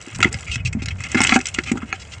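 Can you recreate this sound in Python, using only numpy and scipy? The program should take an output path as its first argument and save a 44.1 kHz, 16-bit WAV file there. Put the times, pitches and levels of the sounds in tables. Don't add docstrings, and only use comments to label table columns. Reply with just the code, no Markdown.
import sys
import numpy as np
from scipy import signal
from scipy.fft import rfft, irfft
from scipy.io import wavfile
from scipy.ndimage import uniform_filter1d, minimum_filter1d

SR = 44100
rng = np.random.default_rng(int(sys.argv[2]) if len(sys.argv) > 2 else 0)


def pcm_store(signal):
    levels = np.round(np.clip(np.atleast_2d(signal), -1, 1) * 32767)
    wavfile.write(sys.argv[1], SR, levels.astype(np.int16).T)


N = 97020


def undb(db):
    return 10 ** (np.asarray(db) / 20)

def unit_rms(x):
    return x / np.sqrt(np.mean(x ** 2) + 1e-18)

def unit_energy(x):
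    return x / np.sqrt(np.sum(x ** 2) + 1e-18)

def seconds(size):
    return np.arange(size) / SR

def add(out, start, x):
    i = max(int(start * SR), 0)
    out[i:i + len(x)] += x[:max(N - i, 0)]

def through(x, impulse_response):
    return signal.fftconvolve(x, impulse_response)[:len(x)]

def envelope(t, attack, hold, release):
    return np.minimum(t / attack, 1) * np.exp(-np.maximum(t - hold, 0) / release)

def wander(length, size=90):
    noise = rng.standard_normal(length)
    return unit_rms(uniform_filter1d(uniform_filter1d(noise, size), size))

def response(spectrum, size=1024):
    hz, db = np.array(spectrum).T
    bin_hz = np.arange(size // 2 + 1) * SR / size
    gain = undb(np.interp(np.log(bin_hz + 1), np.log(hz), db))
    cepstrum = irfft(np.log(gain))
    cepstrum[1:size // 2] *= 2
    cepstrum[size // 2 + 1:] = 0
    return unit_energy(irfft(np.exp(rfft(cepstrum))))

def resonance(spectrum, hz, octaves):
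    points_hz, db = np.array(spectrum).T
    grid_hz = np.geomspace(points_hz[0], points_hz[-1], 64)
    base_db = np.interp(np.log(grid_hz), np.log(points_hz), db)
    skirt_db = 10 * np.log10(1 + (2 * np.log2(grid_hz / hz) / octaves) ** 2)
    return response(np.c_[grid_hz, base_db - skirt_db])

def modes(table, pitch=1, size=8192):
    t = seconds(size)
    return unit_energy(sum(undb(db - 60 * t / min(t60, .1)) * np.sin(2 * np.pi * hz * pitch * t)
                           for hz, db, t60 in table))


# frequency in Hz, relative level in dB.
AIR_SPECTRUM = [(30, -36), (100, 3), (300, 8), (600, 8), (1200, 2), (2200, 3.5), (3500, -19), (7500, -15.5),
                (9800, -58), (14000, -86)]

def air():
    return undb(-49) * unit_rms(through(rng.standard_normal(N), response(AIR_SPECTRUM, size=4096)))


# frequency in Hz, relative level in dB.
RUMBLE_SPECTRUM = [(20, -35), (35, -11), (50, -9.5), (70, 4), (92, 3), (125, -2), (170, -6.5), (280, -23),
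                   (500, -49.5), (1200, -83)]
# time in seconds, level in dB.
RUMBLE_LEVELS = [(0, -44), (0.092, -60), (0.129, -36.5), (.22, -27), (0.299, -30.5), (.44, -40),
                 (.55, -35.5), (.73, -30), (.85, -28), (1.08, -39), (1.18, -29.5), (1.38, -35.5),
                 (1.46, -44.5), (1.52, -37.5), (1.76, -34.5), (1.86, -39.5), (2.2, -42)]

def rumble():
    noise = through(rng.standard_normal(N), response(RUMBLE_SPECTRUM, size=8192))
    power = uniform_filter1d(np.abs(signal.hilbert(noise)) ** 2, size=1500)
    swell = undb(np.interp(seconds(N), *np.array(RUMBLE_LEVELS).T))
    return unit_rms(noise / np.sqrt(power)) * swell


# start in seconds, level in dB, frequency in Hz.
SHOVES = [(0.348, -23.5, 93), (0.493, -23, 73.5), (0.555, -22.5, 123.4), (0.596, -22.5, 92),
          (.645, -19, 120), (0.674, -24, 96.5), (.87, -26.5, 104.6), (0.92, -24, 96.4), (0.997, -27.5, 115),
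          (2.168, -34.5, 110)]

def booms():
    out, t = np.zeros(N), seconds(8192)
    env = envelope(t, attack=0.0076, hold=0.012, release=0.019)
    for start, db, hz in SHOVES:
        add(out, start, np.sqrt(2) * undb(db) * env * np.sin(2 * np.pi * hz * t))
    return out


def reverberation(sound, t60=0.058, onset_s=0.0014):
    t = seconds(16384)
    build_up = np.minimum(t / onset_s, 1) ** 2
    reflections = rng.standard_normal(len(t)) * build_up * undb(-60 * t / t60)
    return through(sound, unit_energy(reflections))


# frequency in Hz, relative level in dB, nominal T60 in seconds.
WALL_RESONANCES = [(1410, 7.5, 0.12), (1670, 6, 0.048), (1769, 19.5, 0.016), (2112, 15.5, 0.011),
                   (2200, 9, 0.021), (2837, 10, 0.039), (4170, -0.5, 0.024), (6170, 17.5, 0.0071),
                   (7960, -8, .02)]

def wall_ring(shells):
    return through(shells, modes(WALL_RESONANCES))


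# frequency in Hz, relative level in dB.
BODY_SPECTRUM = [(200, -44), (600, -8), (1000, -10), (1350, -4), (1750, -6.5), (2200, 3), (2800, 0),
                 (3400, -3), (4300, -32), (9000, -60)]
SNAP_SPECTRUM = [(1500, -60.5), (2800, -3), (3700, -1.5), (4600, -1.5), (6000, -1), (7500, 4), (8500, -4),
                 (9800, -17.5), (12500, -35.5), (15000, -62)]
# time in seconds, relative level in dB.
TICK_LEVELS = [(0, -39.5), (.15, -40.5), (.3, -42.5), (.44, -36.5), (.6, -65), (.72, -61), (.95, -48),
               (1.1, -37), (1.5, -44), (1.85, -45.5), (2.2, -44.5)]

def leg_ticks(ticks_per_s=340, count=900, scatter_db=3, grit=2.06):
    out, t = np.zeros(N), seconds(768)
    env = envelope(t, attack=0.0008, hold=0.0008, release=0.0025)
    for spectrum, low_hz, high_hz, db in (BODY_SPECTRUM, 1200, 3300, 0), (SNAP_SPECTRUM, 3500, 10000, -4):
        ticks = np.zeros(N)
        starts = np.cumsum(rng.exponential(size=count)) / ticks_per_s
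        gains = undb(scatter_db * np.minimum(rng.exponential(size=count), 4))
        for start, gain, hz in zip(starts, gains, rng.uniform(low_hz, high_hz, count)):
            tick = np.sin(2 * np.pi * hz * t) + grit * rng.standard_normal(len(t))
            add(ticks, start, gain * env * tick)
        out += undb(db) * unit_rms(through(ticks, response(spectrum)))
    return out * undb(np.interp(seconds(N), *np.array(TICK_LEVELS).T))


# start and length in seconds, relative level in dB,
# first and last pitch in Hz.
CLAW_SLIDES = [(0.303, 0.049, -40.5, 386, 530), (0.467, 0.023, -24.5, 2430, 2270),
               (0.497, 0.0079, -22.5, 2470, 2330), (0.515, .034, -23.5, 2836, 2500),
               (0.601, 0.012, -31, 2430, 2680), (0.657, 0.0088, -17.5, 2670, 2600),
               (0.673, 0.009, -23, 2606, 2290), (.905, 0.01, -26.5, 2590, 2420)]

def claw_squeaks(wobble=0.033, flutter_db=3, overtone_db=-22.5):
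    out, t = np.zeros(N), seconds(4096)
    for start, length, db, from_hz, to_hz in CLAW_SLIDES:
        hz = np.interp(t, [0, length], [from_hz, to_hz]) * (1 + wobble * wander(len(t)))
        phase = 2 * np.pi * np.cumsum(hz) / SR
        tone = np.sin(phase) + undb(overtone_db) * (np.sin(2 * phase) + np.sin(3 * phase))
        grip = undb(flutter_db * wander(len(t)))
        env = envelope(t, attack=0.0012, hold=length, release=0.0021)
        add(out, start, undb(db) * env * unit_rms(grip * tone))
    return out


# frequency in Hz, relative level in dB, nominal T60 in seconds.
FLOOR_RESONANCES = [(250, 4.5, 0.088), (294.4, 6, 0.074), (310, -9, 0.0095), (368, -3, 0.055),
                    (495, -1, 0.017), (780, -5.5, 0.11), (796, -14, 0.1), (900, 1, 0.026), (1135, 1, 0.044),
                    (1489, -1.5, 0.12)]

def floor_sound(force, pitch=1, cutoff_hz=186):
    vibration = through(force, modes(FLOOR_RESONANCES, pitch))
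    return signal.sosfilt(signal.butter(2, cutoff_hz, "high", fs=SR, output="sos"), vibration)


# start in seconds, relative peak level in dB,
# length of the push in milliseconds, pitch factor of that spot.
FLOOR_KNOCKS = [(0.074, -27, 1.3, 1.16), (0.192, -20.5, 0.2, 0.89), (0.207, -19.5, 0.18, 1.24),
                (0.245, -15.5, 0.25, 0.86), (0.2547, -7.5, 4.1, 1.22), (0.275, -27, 0.54, 0.9),
                (0.345, -22, 6, 0.63), (0.561, -27.5, 12, 0.96), (0.7502, -15, 5.1, 0.89),
                (0.768, -17.5, 5.2, 0.82), (0.822, -22.5, 1.7, 1.04), (1.146, -13, 0.58, 1.27),
                (1.154, -7.5, 2.3, 1.02), (1.205, -8, 0.19, 0.93), (1.3232, -8, 0.12, .92),
                (1.3598, -2, 0.58, 1), (1.392, -23.5, 1.2, 1.314), (1.5856, -14, 2.7, 1.21),
                (1.716, -7.5, 2.5, 1), (1.738, -16, 6.2, 1.22), (1.756, -18.5, 0.79, 1.03),
                (1.773, -23.5, 0.95, 1.06), (1.83, -20, 2.8, 0.93), (1.927, -31, 2, 1.4)]

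def floor_knocks():
    out, t = np.zeros(N), seconds(8192)
    for start, db, push_ms, pitch in FLOOR_KNOCKS:
        progress = t * 1000 / push_ms
        thud = floor_sound(progress * np.exp(-4 * progress), pitch)
        add(out, start, 2 * undb(db) * thud / np.abs(thud).max())
    return out


# frequency in Hz, relative level in dB, T60 in seconds.
STRUCK_WALL_MODES = [(758.5, -17, 0.078), (1315, -4, 0.027), (1658, -5, 0.034), (2312, 3.5, 0.016),
                     (2470, 1.5, 0.01), (4200, -8, .012), (6400, -8, 0.02)]
# start in seconds, relative peak level in dB,
# cutoff of the blow in Hz, pitch factor of that spot.
WALL_BLOWS = [(0.2278, 0.5, 2180, .96), (1.2038, -5, 910, 1.14), (1.3222, 5, 2220, 1.015),
              (1.3607, 2, 1080, 1), (1.9269, -1.5, 5500, 1.02)]

def wall_taps(attack_s=0.0012):
    out = np.zeros(N)
    for start, db, cutoff_hz, pitch in WALL_BLOWS:
        excited = [(hz, level - 10 * np.log10(1 + (hz / cutoff_hz) ** 4), t60)
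                   for hz, level, t60 in STRUCK_WALL_MODES]
        ring = modes(excited, pitch)
        tock = ring * np.minimum(seconds(len(ring)) / attack_s, 1)
        add(out, start, undb(db) * tock / np.abs(tock).max())
    return out


def shell(force, ring_share, count=18, t60=0.027):
    mode_hz = 1300 + 7400 * (np.arange(count) + rng.random(count)) / count
    ring = modes([(hz, 0, t60) for hz in mode_hz], size=4096)
    return force + ring_share * through(force, ring)

def slips(rate, size, count=256, scatter_db=3, grit=0.58):
    gap_draws, level_draws = rng.standard_normal((2, count))
    jitter = 0.16 * min(rate / 930, 1) ** 2
    onsets = (np.cumsum(np.exp(jitter * gap_draws)) / rate * SR).astype(int)
    pulses = np.bincount(onsets, undb(scatter_db * np.minimum(level_draws, 1)), size)[:size]
    return unit_rms(pulses - pulses.mean()) + grit * rng.standard_normal(size)


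# start and length in seconds, relative levels of body
# and snap in dB, centre of the rasp in Hz, slips per second.
SHELL_DRAGS = [(.25, 0.029, -24.5, -37, 1960, 900), (0.309, 0.07, -36, -43, 1970, 810),
               (0.463, 0.043, -32, -39.5, 2460, 630), (0.507, 0.043, -28.5, -25.5, 3300, 704),
               (0.574, 0.036, -34, -55, 2610, 690), (0.648, 0.03, -25.5, -23.5, 2540, 400),
               (0.784, 0.026, -36.5, -49, 2150, 520), (0.819, 0.017, -29.5, -29.5, 2500, 520),
               (0.858, 0.035, -33.5, -64, 2150, 650), (0.904, 0.014, -23, -38, 2540, 450),
               (0.982, 0.047, -32, -41, 2270, 680), (1.04, 0.028, -25, -38, 2200, 580),
               (1.079, 0.17, -31.5, -39, 2160, 900), (1.166, 0.029, -13.5, -23, 2030, 630),
               (1.205, 0.058, -20, -26, 1880, 900), (1.276, 0.056, -18.5, -21.5, 1770, 1130),
               (1.334, 0.022, -11.5, -14, 2110, 1090), (1.45, 0.045, -26.5, -43, 2850, 700),
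               (1.549, 0.06, -32, -45, 2080, 700), (1.635, 0.0075, -30, -26, 2400, 600),
               (1.652, 0.054, -21.5, -31, 2300, 600), (1.878, 0.05, -35.5, -65, 1970, 320),
               (1.936, 0.029, -34, -41, 2600, 1270), (1.993, 0.037, -41, -34.5, 2550, 470),
               (2.116, 0.026, -33.5, -31.5, 3100, 790)]

def shell_scrapes(grip_db=3, heavy_below_hz=1766):
    out, t = np.zeros(N), seconds(6144)
    snap_response = resonance(SNAP_SPECTRUM, hz=4730, octaves=1.4)
    for start, length, body_db, snap_db, hz, rate in SHELL_DRAGS:
        env = envelope(t, attack=0.17 * length, hold=length, release=0.0021)
        pressure = undb(grip_db * np.tanh(wander(len(t), size=160)))
        force = shell(env * pressure * slips(rate, len(t)), ring_share=0.73)
        rasp = unit_energy(through(force, resonance(BODY_SPECTRUM, hz, octaves=0.58)))
        floor_share = 2 * undb(-2.5) / (1 + (hz / heavy_below_hz) ** 8)
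        body = undb(body_db - 0.76) * (rasp + floor_share * unit_energy(floor_sound(force)))
        snap = undb(snap_db - 3.5) * unit_energy(through(force, snap_response))
        add(out, start, np.linalg.norm(env) * (body + snap))
    return out


# start in seconds, relative levels of body and snap in dB,
# contact time in milliseconds, resonances of body and snap in Hz.
SHELL_IMPACTS = [(0.0136, -34, -31.5, 0.87, 2770, 7270), (0.1472, -29.5, -32.5, 5.8, 2460, 5600),
                 (0.158, -32, -30.5, 3.7, 1680, 7600), (0.186, -32, -32, 1.8, 1780, 8430),
                 (0.204, -15, -27, 1.5, 2410, 8200), (0.214, -20.5, -30, 2.1, 1880, 6940),
                 (0.2274, -4, -12, 3.35, 2053, 3806), (0.244, -7.5, -28, 4.1, 2040, 6160),
                 (0.327, -31, -20.5, 1.8, 1790, 7520), (0.342, -19, -23, 1.2, 2300, 5000),
                 (0.4076, -37.5, -30.5, 1.4, 1360, 7090), (0.5562, -18, -25, 3, 2590, 6130),
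                 (0.578, -34, -50, 2, 2600, 7800), (0.7277, -24.5, -32.5, 5.4, 2430, 7000),
                 (0.818, -28.5, -49, 2.4, 2600, 5320), (0.858, -22.5, -23, 1.6, 2680, 5080),
                 (0.8842, -21.5, -25.5, 3, 2270, 4040), (1.0053, -26.5, -30, 1.3, 1970, 7400),
                 (1.037, -25, -27.5, 3.5, 2670, 5740), (1.1163, -28, -23, 2.3, 3180, 6430),
                 (1.1453, -15, -29, 7.8, 1730, 5160), (1.154, -20, -39, 3.3, 1710, 4970),
                 (1.2046, -4.5, -10.5, 0.73, 2320, 5500), (1.216, -9.5, -13.5, 2, 2430, 8240),
                 (1.2349, -14, -14, 6, 2070, 8060), (1.248, -6.5, -30, 1.5, 2210, 7500),
                 (1.269, -10, -17.5, 4.6, 2960, 6380), (1.293, -4, -15, 1.04, 2680, 4460),
                 (1.3225, -13, -33, 3.8, 2180, 6500), (1.3606, -10, -22, 5, 1553, 6700),
                 (1.3892, -26, -28, 3.1, 1790, 6160), (1.403, -20.5, -40, 2.6, 2400, 5500),
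                 (1.4122, -22, -24.5, 1, 2250, 6000), (1.4559, -19.5, -20, 1.8, 3250, 6460),
                 (1.4681, -30, -18.5, 2.1, 2530, 5940), (1.485, -28, -24.5, 2.7, 2650, 8100),
                 (1.5425, -40, -22.5, 2.2, 3100, 6680), (1.5462, -16.5, -21, 1.5, 2760, 6920),
                 (1.5862, -10.5, -25, 2.8, 1884, 4470), (1.716, -18.5, -25, 3.8, 2300, 7160),
                 (1.7724, -29.5, -39.5, 7.7, 1380, 7320), (1.8176, -34, -63, 16.4, 1290, 6080)]

def shell_clicks(tone_share=0.56):
    out, t = np.zeros(N), seconds(3072)
    for start, body_db, snap_db, contact_ms, body_hz, snap_hz in SHELL_IMPACTS:
        env = envelope(t, attack=0.00038, hold=contact_ms / 1000, release=0.0017)
        body = (BODY_SPECTRUM, body_hz, 0.68, body_db + 2.5)
        snap = (SNAP_SPECTRUM, snap_hz, 1, snap_db + 3.5)
        for spectrum, hz, octaves, db in body, snap:
            force = shell(env * rng.standard_normal(len(t)), ring_share=0.24)
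            crunch = unit_energy(through(force, resonance(spectrum, hz, octaves)))
            tone = unit_energy(env * np.sin(2 * np.pi * hz * t))
            add(out, start, np.linalg.norm(env) * undb(db) * unit_energy(crunch + tone_share * tone))
    return out


def scene():
    background = rumble() + air() + booms()
    shells = leg_ticks() + shell_clicks() + shell_scrapes() + claw_squeaks()
    contacts = shells + undb(-14) * wall_ring(shells) + floor_knocks() + wall_taps()
    tub = contacts + undb(-8) * reverberation(contacts)
    return (undb(-5) * tub + background)[None]

def record(dry, window_s=0.00099, cutoff_hz=15000):
    size = int(window_s * SR)
    needed_gain = 1 / np.maximum(np.abs(dry), 1)
    gain = uniform_filter1d(minimum_filter1d(needed_gain, size), size)
    low_pass = signal.ellip(8, .1, 50, cutoff_hz, fs=SR, output="sos")
    return signal.sosfiltfilt(low_pass, dry * gain)


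dry = scene()
out = record(dry)
pcm_store(out)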